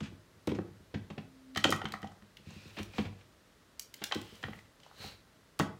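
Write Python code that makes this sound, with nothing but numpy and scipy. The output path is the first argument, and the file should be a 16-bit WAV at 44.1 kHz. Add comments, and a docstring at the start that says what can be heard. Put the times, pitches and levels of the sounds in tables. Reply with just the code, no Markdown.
"""Pieces of pepper dropped by hand into a plastic food processor bowl, heard close in a small kitchen.
Knocks kick the bowl's modes, with a dull slap; it rings shorter once a bed of pieces lies there.
Hands gather more from a damped board: it bumps, the worktop thuds in its low modes, crisp flesh snaps
and wet skin brushes. At the end a hand slaps the worktop. Behind are the room's short echoes, a quiet
hiss and one brief, faint tone. The microphone misses the deepest bass and is softer in the top octave."""
import sys
import numpy as np
from scipy import signal
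from scipy.fft import rfft, irfft
from scipy.io import wavfile
from scipy.ndimage import uniform_filter1d

SR = 44100
rng = np.random.default_rng(int(sys.argv[2]) if len(sys.argv) > 2 else 0)


def wav_record(signal):
    """Record a signal, one row per channel, as 16-bit PCM in the file named by sys.argv[1]."""
    frames = np.transpose(np.atleast_2d(signal))
    bounded = np.clip(frames, -1, 1)
    # unit amplitude maps onto the largest positive 16-bit level
    quanta = np.round(bounded * 32767).astype(np.int16)
    wavfile.write(sys.argv[1], SR, quanta)


N = 255444

# spectrum of the background hiss: (frequency [Hz], relative density [dB])
HISS_SPECTRUM = [(15, -30), (25, -19), (49, -1), (136, -2.5), (445, -7.5), (567, -9), (631, -7),
                 (741, -16.5), (804, -13.5), (1240, -12.5), (1950, -14), (2300, -18.5), (3930, -18.5),
                 (15500, -32.5)]
# reverberation of the kitchen: (frequency [Hz], echo level [dB], t60 [s])
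KITCHEN_ECHO = [(80, -5, 0.42), (262, -1, 0.24), (700, -5, 0.45), (2000, -5, 0.31), (5000, -5, 0.25),
                (11500, -5.5, 0.18)]
# spectrum of rubbing skin: (frequency [Hz], relative density [dB])
SKIN_SPECTRUM = [(180, -42), (300, -23.5), (538, -5), (675, -16), (897, -13), (2880, -9.5), (3230, -10),
                 (4000, -9), (9000, -22), (11700, -78), (19800, -120)]
# hands over board, bowl and each other:
# (time at full level [s], hold [s], friction level [dB], hump frequency [Hz], wet crackle level [dB])
HAND_STROKES = [(2.486, 0.21, -59.5, 2500, -67), (2.788, 0.016, -57, 2700, -55.5),
                (2.966, 0.043, -52.5, 2400, -58), (3.187, 0.011, -70, 2695, -85),
                (4.037, 0.012, -54.5, 3300, -65), (4.14, .22, -59.5, 3020, -62),
                (4.426, .16, -67, 2460, -64), (4.842, 0.017, -67, 2830, -72),
                (5.021, 0.053, -49, 4080, -51.5)]
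# short bright ticks: pepper snapping, and the crack of the final hand slap:
# (time [s], relative tick level [dB], relative body level [dB])
BRIGHT_TICKS = [(0.4719, -36, -36.5), (1.5482, -48, -40), (1.5716, -30.5, -24), (1.6397, -28.5, -23),
                (1.704, -24, -41), (1.713, -27.5, -33), (1.761, -38, -46), (1.8437, -48, -47),
                (1.885, -52, -47), (1.9207, -37.5, -33.5), (2.0176, -50, -50), (2.369, -50, -40.5),
                (2.8297, -39.5, -41), (3.7948, -25, -38), (3.9402, -33.5, -37.5), (4.039, -24, -22.5),
                (4.146, -34.5, -35), (4.2145, -40, -44), (4.354, -48, -54), (4.944, -69, -69),
                (5.5909, -27, -26.5)]
# modes of the worktop: (frequency [Hz], relative level [dB], t60 [s])
WORKTOP_MODES = [(54, -11.5, 0.28), (76, -24, 0.56), (98, 4, 0.14), (126.3, 1.5, 0.08), (153.7, 2, 0.081),
                 (185.2, 0, 0.13), (211.9, 1.5, 0.13), (267.4, -1.5, 0.082), (307.7, 2.5, 0.04),
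                 (357.7, 5.5, 0.066), (376, -1, 0.046), (476, 6, 0.03)]
# blows on the worktop: (time [s], relative level [dB], colour [Hz])
WORKTOP_THUDS = [(0.009, -28.5, 219), (0.12, -40, 126), (0.353, -52.5, 123), (0.473, -22, 266),
                 (0.513, -24, 258), (0.551, -31.5, 218), (0.585, -24, 400), (0.699, -43, 124),
                 (0.799, -46.5, 117), (0.938, -25.5, 173), (1.099, -35.5, 181), (1.176, -34, 164),
                 (1.564, -29, 185), (1.645, -22, 278), (1.687, -25, 310), (1.729, -27.5, 161),
                 (1.838, -30.5, 190), (1.927, -38.5, 200), (2.029, -33, 204), (2.22, -45.5, 117),
                 (2.391, -48.5, 178), (2.463, -36, 127), (2.507, -49, 112), (2.56, -40.5, 123),
                 (2.655, -40.5, 114), (2.769, -39, 236), (2.796, -27, 109), (2.939, -46, 128),
                 (2.983, -22, 159), (3.049, -31, 124), (3.099, -42.5, 146), (4.013, -39.5, 336),
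                 (4.154, -26.5, 298), (4.189, -44, 370), (4.321, -42.5, 212), (4.434, -28, 84),
                 (4.48, -38, 203), (4.55, -44.5, 100), (4.995, -44, 108), (5.043, -37, 129),
                 (5.595, -19.5, 222), (5.676, -38, 227)]
# dull, tap and crack ranges of the board: (low edge [Hz], high edge [Hz])
BOARD_RANGES = [(350, 1035), (1300, 3430), (3800, 7800)]
# bumps of hand and pieces, in relative levels: (time [s], dull [dB], tap [dB], crack [dB], decay [ms])
BOARD_BUMPS = [(0.004, -35, -36.5, -48, 6), (0.025, -54, -41, -51.5, 24), (0.054, -50.5, -44, -62, 13.4),
               (0.474, -25, -33, -49, 4.6), (0.489, -42, -36.5, -68, 12), (0.516, -31.5, -35, -62, 4.2),
               (0.547, -40, -41.5, -52, 10.6), (0.587, -24, -66, -74, 2.8), (0.941, -37, -33.5, -67, 9.1),
               (1.101, -36, -39.5, -60, 7.6), (1.179, -34.5, -35, -68, 5.7), (2.505, -46, -60, -49, 3.9),
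               (2.678, -59, -50, -58, 3.4), (2.766, -41, -36, -65, 19), (2.784, -34.5, -32.5, -54, 10.3),
               (2.935, -48, -41.5, -60, 4.7), (2.981, -28, -26, -69, 8.2), (3.05, -41, -38.5, -65, 12),
               (3.209, -76, -49, -78, 6.0), (4.017, -37, -35, -77, 9.3), (5.596, -18.5, -28, -44, 9.9)]
# modes of the plastic bowl: (frequency [Hz], relative level [dB], t60 before damping [s])
BOWL_MODES = [(555, 0, .04), (668, -2, .04), (778, -1, .05), (1000, -5, .02), (1245, 1, .02),
              (1390, -2, .015), (1680, -9, .015), (1890, -5, .04), (2024, -5, .055), (2500, -14, .012),
              (2900, -4, .015), (3110, 0, .035), (3460, -6, .012), (3960, -5, .012)]
# knocks that ring the bowl: pieces landing, and at the end a hand slapping the worktop:
# (time [s], relative level [dB], colour [Hz], relative crack level [dB], fall above colour [dB/octave])
BOWL_KNOCKS = [(1.559, -29.5, 1330, -49, -2), (1.575, -24, 2050, -42.5, 3.5),
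               (1.641, -14.5, 1260, -33.5, 2), (1.651, -19, 660, -41, 12), (1.691, -25.5, 552, -48, 20),
               (1.723, -20.5, 1290, -39.5, 0), (1.815, -30, 1120, -57.5, 8.5), (1.854, -23.5, 2030, -55, 8),
               (1.937, -29.5, 1300, -55, 9.5), (2.028, -34.5, 1230, -61.5, 10),
               (2.042, -30.5, 796, -65, 19), (2.072, -45, 3100, -65, 22), (2.118, -49, 1150, -66, 17),
               (2.221, -50, 2024, -83, 10), (4.112, -28.5, 1880, -63, 10), (4.121, -19, 3050, -47.5, 0),
               (4.148, -37.5, 3100, -54, 10), (4.427, -44.5, 3100, -56.5, -12),
               (4.437, -25.5, 1800, -72, 10), (4.482, -33.5, 550, -80, 10), (4.531, -36, 1990, -70, 12),
               (4.589, -40, 1990, -68, 17), (4.653, -45, 1980, -76, 31), (4.8, -55, 2130, -67, 2),
               (4.833, -51, 3500, -65, 7), (4.863, -44.5, 1010, -71, 20), (4.912, -43.5, 1020, -81, 18),
               (5.039, -29.5, 670, -70, 39), (5.597, -20, 1240, -40, 18), (5.604, -17.5, 1830, -60, 35)]

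HISS_DB = -63.5
TONE_FROM_S, TONE_TO_S, TONE_FADE_DB_PER_S = 1.2, 1.55, 400
TONE_HZ, TONE_SAG_HZ_PER_S, TONE_DB, TONE_SWELL_DB = 265, 11, -60.5, 9.5
STROKE_RISE_DB_PER_S, STROKE_FALL_DB_PER_S = 248, 203
KNOCK_CONTACT_MS, THUD_CONTACT_MS = 3.59, 9.37
SLAP_DECAY_MS, TICK_DECAY_MS = 7.6, 3
SLAP_UNDER_DB, SLAP_PER_FALL = 7, .7   # the purer the ring, the further the slap sinks below it
FILLED_S = 3   # from here on a bed of pieces lies in the bowl
EMPTY_RING, FILLED_RING = .6, .45   # damping: share of the modes' t60 that remains
MIC_LOW_HZ, MIC_TOP_HZ, MIC_TOP_DB, STOPBAND_HZ = 51, 7900, -7.5, 16500


def from_db(db):
    """Gain of a level in dB."""
    return 10 ** (np.asarray(db) / 20)


def rms_one(x):
    """Scaled to rms 1."""
    return x / np.sqrt(np.mean(x ** 2) + 1e-20)


def filtered(x, order, hz, kind="band"):
    """Through a Butterworth filter."""
    return signal.sosfilt(signal.butter(order, hz, kind, fs=SR, output="sos"), x)


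def at_hz(points, hz):
    """A table over frequency, read on a log axis."""
    points = np.array(points)
    return np.interp(np.log(np.maximum(hz, 1)), np.log(points[:, 0]), points[:, 1])


def coloured(spectrum):
    """Steady noise of a given spectrum, rms 1."""
    hz = np.arange(N // 2 + 1) * SR / N
    return rms_one(irfft(rfft(rng.standard_normal(N)) * from_db(at_hz(spectrum, hz)), N))


def held(start_s, hold_s, rise_db_per_s, fall_db_per_s):
    """Envelope in dB: a straight rise, a hold at 0 dB, a straight fall."""
    since = np.arange(N) / SR - start_s
    return -rise_db_per_s * np.maximum(-since, 0) - fall_db_per_s * np.maximum(since - hold_s, 0)


def puffs(times, db, decay_ms, range_hz, size=3000):
    """One burst of band noise per contact, swelling quickly and dying."""
    out, ms = np.zeros(N), np.arange(size) * 1000 / SR
    for s, gain, decay in np.broadcast(times, from_db(db), decay_ms):
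        envelope = (1 - np.exp(-ms / (0.28 * decay))) * np.exp(-ms / decay)
        burst = gain * envelope * rng.standard_normal(size)
        start = round(s * SR)
        out[start:start + size] += burst[:N - start]
    return filtered(out, 2, range_hz) * np.sqrt(SR / 2 / np.ptp(range_hz))


def struck(modes, times, db, colour_hz, contact_ms, fall_below, fall_above, spread_db):
    """Each mode is kicked at some moment of the contact, less so per octave away from the colour."""
    shape = (len(times), len(modes))
    chance_db, sign = rng.normal(0, spread_db, shape), rng.choice([-1, 1], shape)
    kick_at = np.round((times[:, None] + rng.random(shape) * contact_ms / 1000) * SR).astype(int)
    out = np.zeros(N)
    for k, (hz, mode_db, t60) in enumerate(modes):
        octaves = np.log2(hz / colour_hz)
        fall_db = np.where(octaves > 0, fall_above, -fall_below) * octaves
        drive = np.full(N, 1e-18)
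        drive[kick_at[:, k]] = sign[:, k] * from_db(db + mode_db + chance_db[:, k] - fall_db)
        radius, angle = from_db(-60 / (t60 * SR)), 2 * np.pi * hz / SR
        ringing = signal.lfilter([0, np.sin(angle)], [1, -2 * radius * np.cos(angle), radius ** 2], drive)
        out += filtered(ringing, 1, [hz / 1.8, hz * 1.8])   # soft flesh: swells over a cycle or two
    return out


def hiss():
    """The quiet, steady noise floor behind everything."""
    return from_db(HISS_DB) * coloured(HISS_SPECTRUM)


def faint_tone():
    """A background sine that sinks a little in pitch and swells just before it ends."""
    since = np.arange(N) / SR - TONE_FROM_S
    length_s = TONE_TO_S - TONE_FROM_S
    swell_db = TONE_SWELL_DB * np.clip(since / length_s, 0, 1) ** 4
    fade_db = held(TONE_FROM_S, length_s, TONE_FADE_DB_PER_S, TONE_FADE_DB_PER_S)
    phase = 2 * np.pi * np.cumsum(TONE_HZ - TONE_SAG_HZ_PER_S * since) / SR
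    return from_db(TONE_DB + swell_db + fade_db) * np.sqrt(2) * np.sin(phase)


def kitchen(near, size=32768, onset_s=0.016):
    """Diffuse echoes of the small room: octave bands of noise, each dying at its own rate."""
    t, tail = np.arange(size) / SR, 0
    t60_points = np.array(KITCHEN_ECHO)[:, ::2]
    for low_hz in 40 * 2. ** np.arange(9):
        band = filtered(rng.standard_normal(size), 2, [low_hz, 2 * low_hz])
        tail = tail + band * from_db(-60 * t / at_hz(t60_points, low_hz * np.sqrt(2)))
    # many overlapping room modes: no range of pitches stands out
    spectrum = rfft(tail)
    even = spectrum / np.sqrt(uniform_filter1d(np.abs(spectrum) ** 2, size=45))
    hz = np.arange(len(even)) * SR / size
    tail = irfft(even * from_db(at_hz(KITCHEN_ECHO, hz)), size) * np.clip(t / onset_s, 0, 1)
    return signal.fftconvolve(near, tail[:size // 2])[:N]


def hand_brushing(grains_per_s=3000):
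    """Friction noise, a hump where the hollow of the hand resounds, and the fine crackle of wet skin."""
    out, friction = np.zeros(N), coloured(SKIN_SPECTRUM)
    grains = (rng.random(N) < grains_per_s / SR) * rng.standard_normal(N)
    grains *= from_db(1.73 * rng.exponential(1, N))   # a few stand out
    crackle = rms_one(filtered(grains, 3, 8000, "high"))
    for s, hold_s, db, hump_hz, crackle_db in HAND_STROKES:
        hump = filtered(friction, 2, [hump_hz / 1.1, hump_hz * 1.14])
        stroke = from_db(held(s, hold_s, STROKE_RISE_DB_PER_S, STROKE_FALL_DB_PER_S))
        out += stroke * (from_db(db) * (friction + 0.99 * hump) + from_db(crackle_db) * crackle)
    return out


def bright_ticks():
    """Pepper snapping, and the crack of the final hand slap: a thin tick over a lower body."""
    times, tick_db, body_db = np.transpose(BRIGHT_TICKS)
    tick = puffs(times, tick_db + 1.5, TICK_DECAY_MS, (4500, 16000))
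    body = puffs(times, body_db - 1.0, TICK_DECAY_MS, (1800, 4500))
    return tick + body


def worktop_thuds():
    """Soft blows into the low modes of the worktop under the bowl."""
    times, db, colour_hz = np.transpose(WORKTOP_THUDS)
    return struck(WORKTOP_MODES, times, db - 8.5, colour_hz, THUD_CONTACT_MS,
                  fall_below=6.5, fall_above=6.5, spread_db=2.0)


def board_bumps():
    """The board's modes are too dense and damped to ring: noise that dies at once."""
    times, *levels_db, decay_ms = np.transpose(BOARD_BUMPS)
    return sum(puffs(times, db + trim_db, decay_ms, range_hz)
               for db, trim_db, range_hz in zip(levels_db, (-4, -4, 0), BOARD_RANGES))


def bowl_knocks():
    """Landing pieces, and last a hand on the worktop, ring the bowl, with a dull slap and a bright crack."""
    times, db, colour_hz, crack_db, fall_above = np.transpose(BOWL_KNOCKS)
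    fall_below = np.maximum(fall_above, 7.0)   # singling out one mode spares its lower neighbours too
    ring = np.zeros(N)
    for share, rows in ((EMPTY_RING, times < FILLED_S), (FILLED_RING, times >= FILLED_S)):
        damped = [(hz, mode_db, share * t60) for hz, mode_db, t60 in BOWL_MODES]
        ring += struck(damped, times[rows], db[rows] - 2.5, colour_hz[rows], KNOCK_CONTACT_MS,
                       fall_below[rows], fall_above[rows], spread_db=5.0)
    slap = puffs(times, db - SLAP_UNDER_DB - SLAP_PER_FALL * fall_above, SLAP_DECAY_MS, (500, 2500))
    crack = puffs(times, crack_db + 11, KNOCK_CONTACT_MS, (3800, 8000))
    return ring + slap + crack


def scene():
    """One microphone near the bowl: the close sounds, their echoes and the background."""
    near = bowl_knocks() + board_bumps() + worktop_thuds() + bright_ticks() + hand_brushing()
    # the microphone is deaf to the deepest bass and steps down in the top octave
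    near = filtered(near, 3, MIC_LOW_HZ, "high")
    below_top = filtered(near, 2, MIC_TOP_HZ, "low")
    near = below_top + from_db(MIC_TOP_DB) * (near - below_top)
    return (near + kitchen(near) + faint_tone() + hiss())[None]


def record(dry):
    """A steep low-pass cuts the very top."""
    return signal.sosfilt(signal.cheby2(14, 60, STOPBAND_HZ, fs=SR, output="sos"), dry)


dry = scene()
out = record(dry)
wav_record(out)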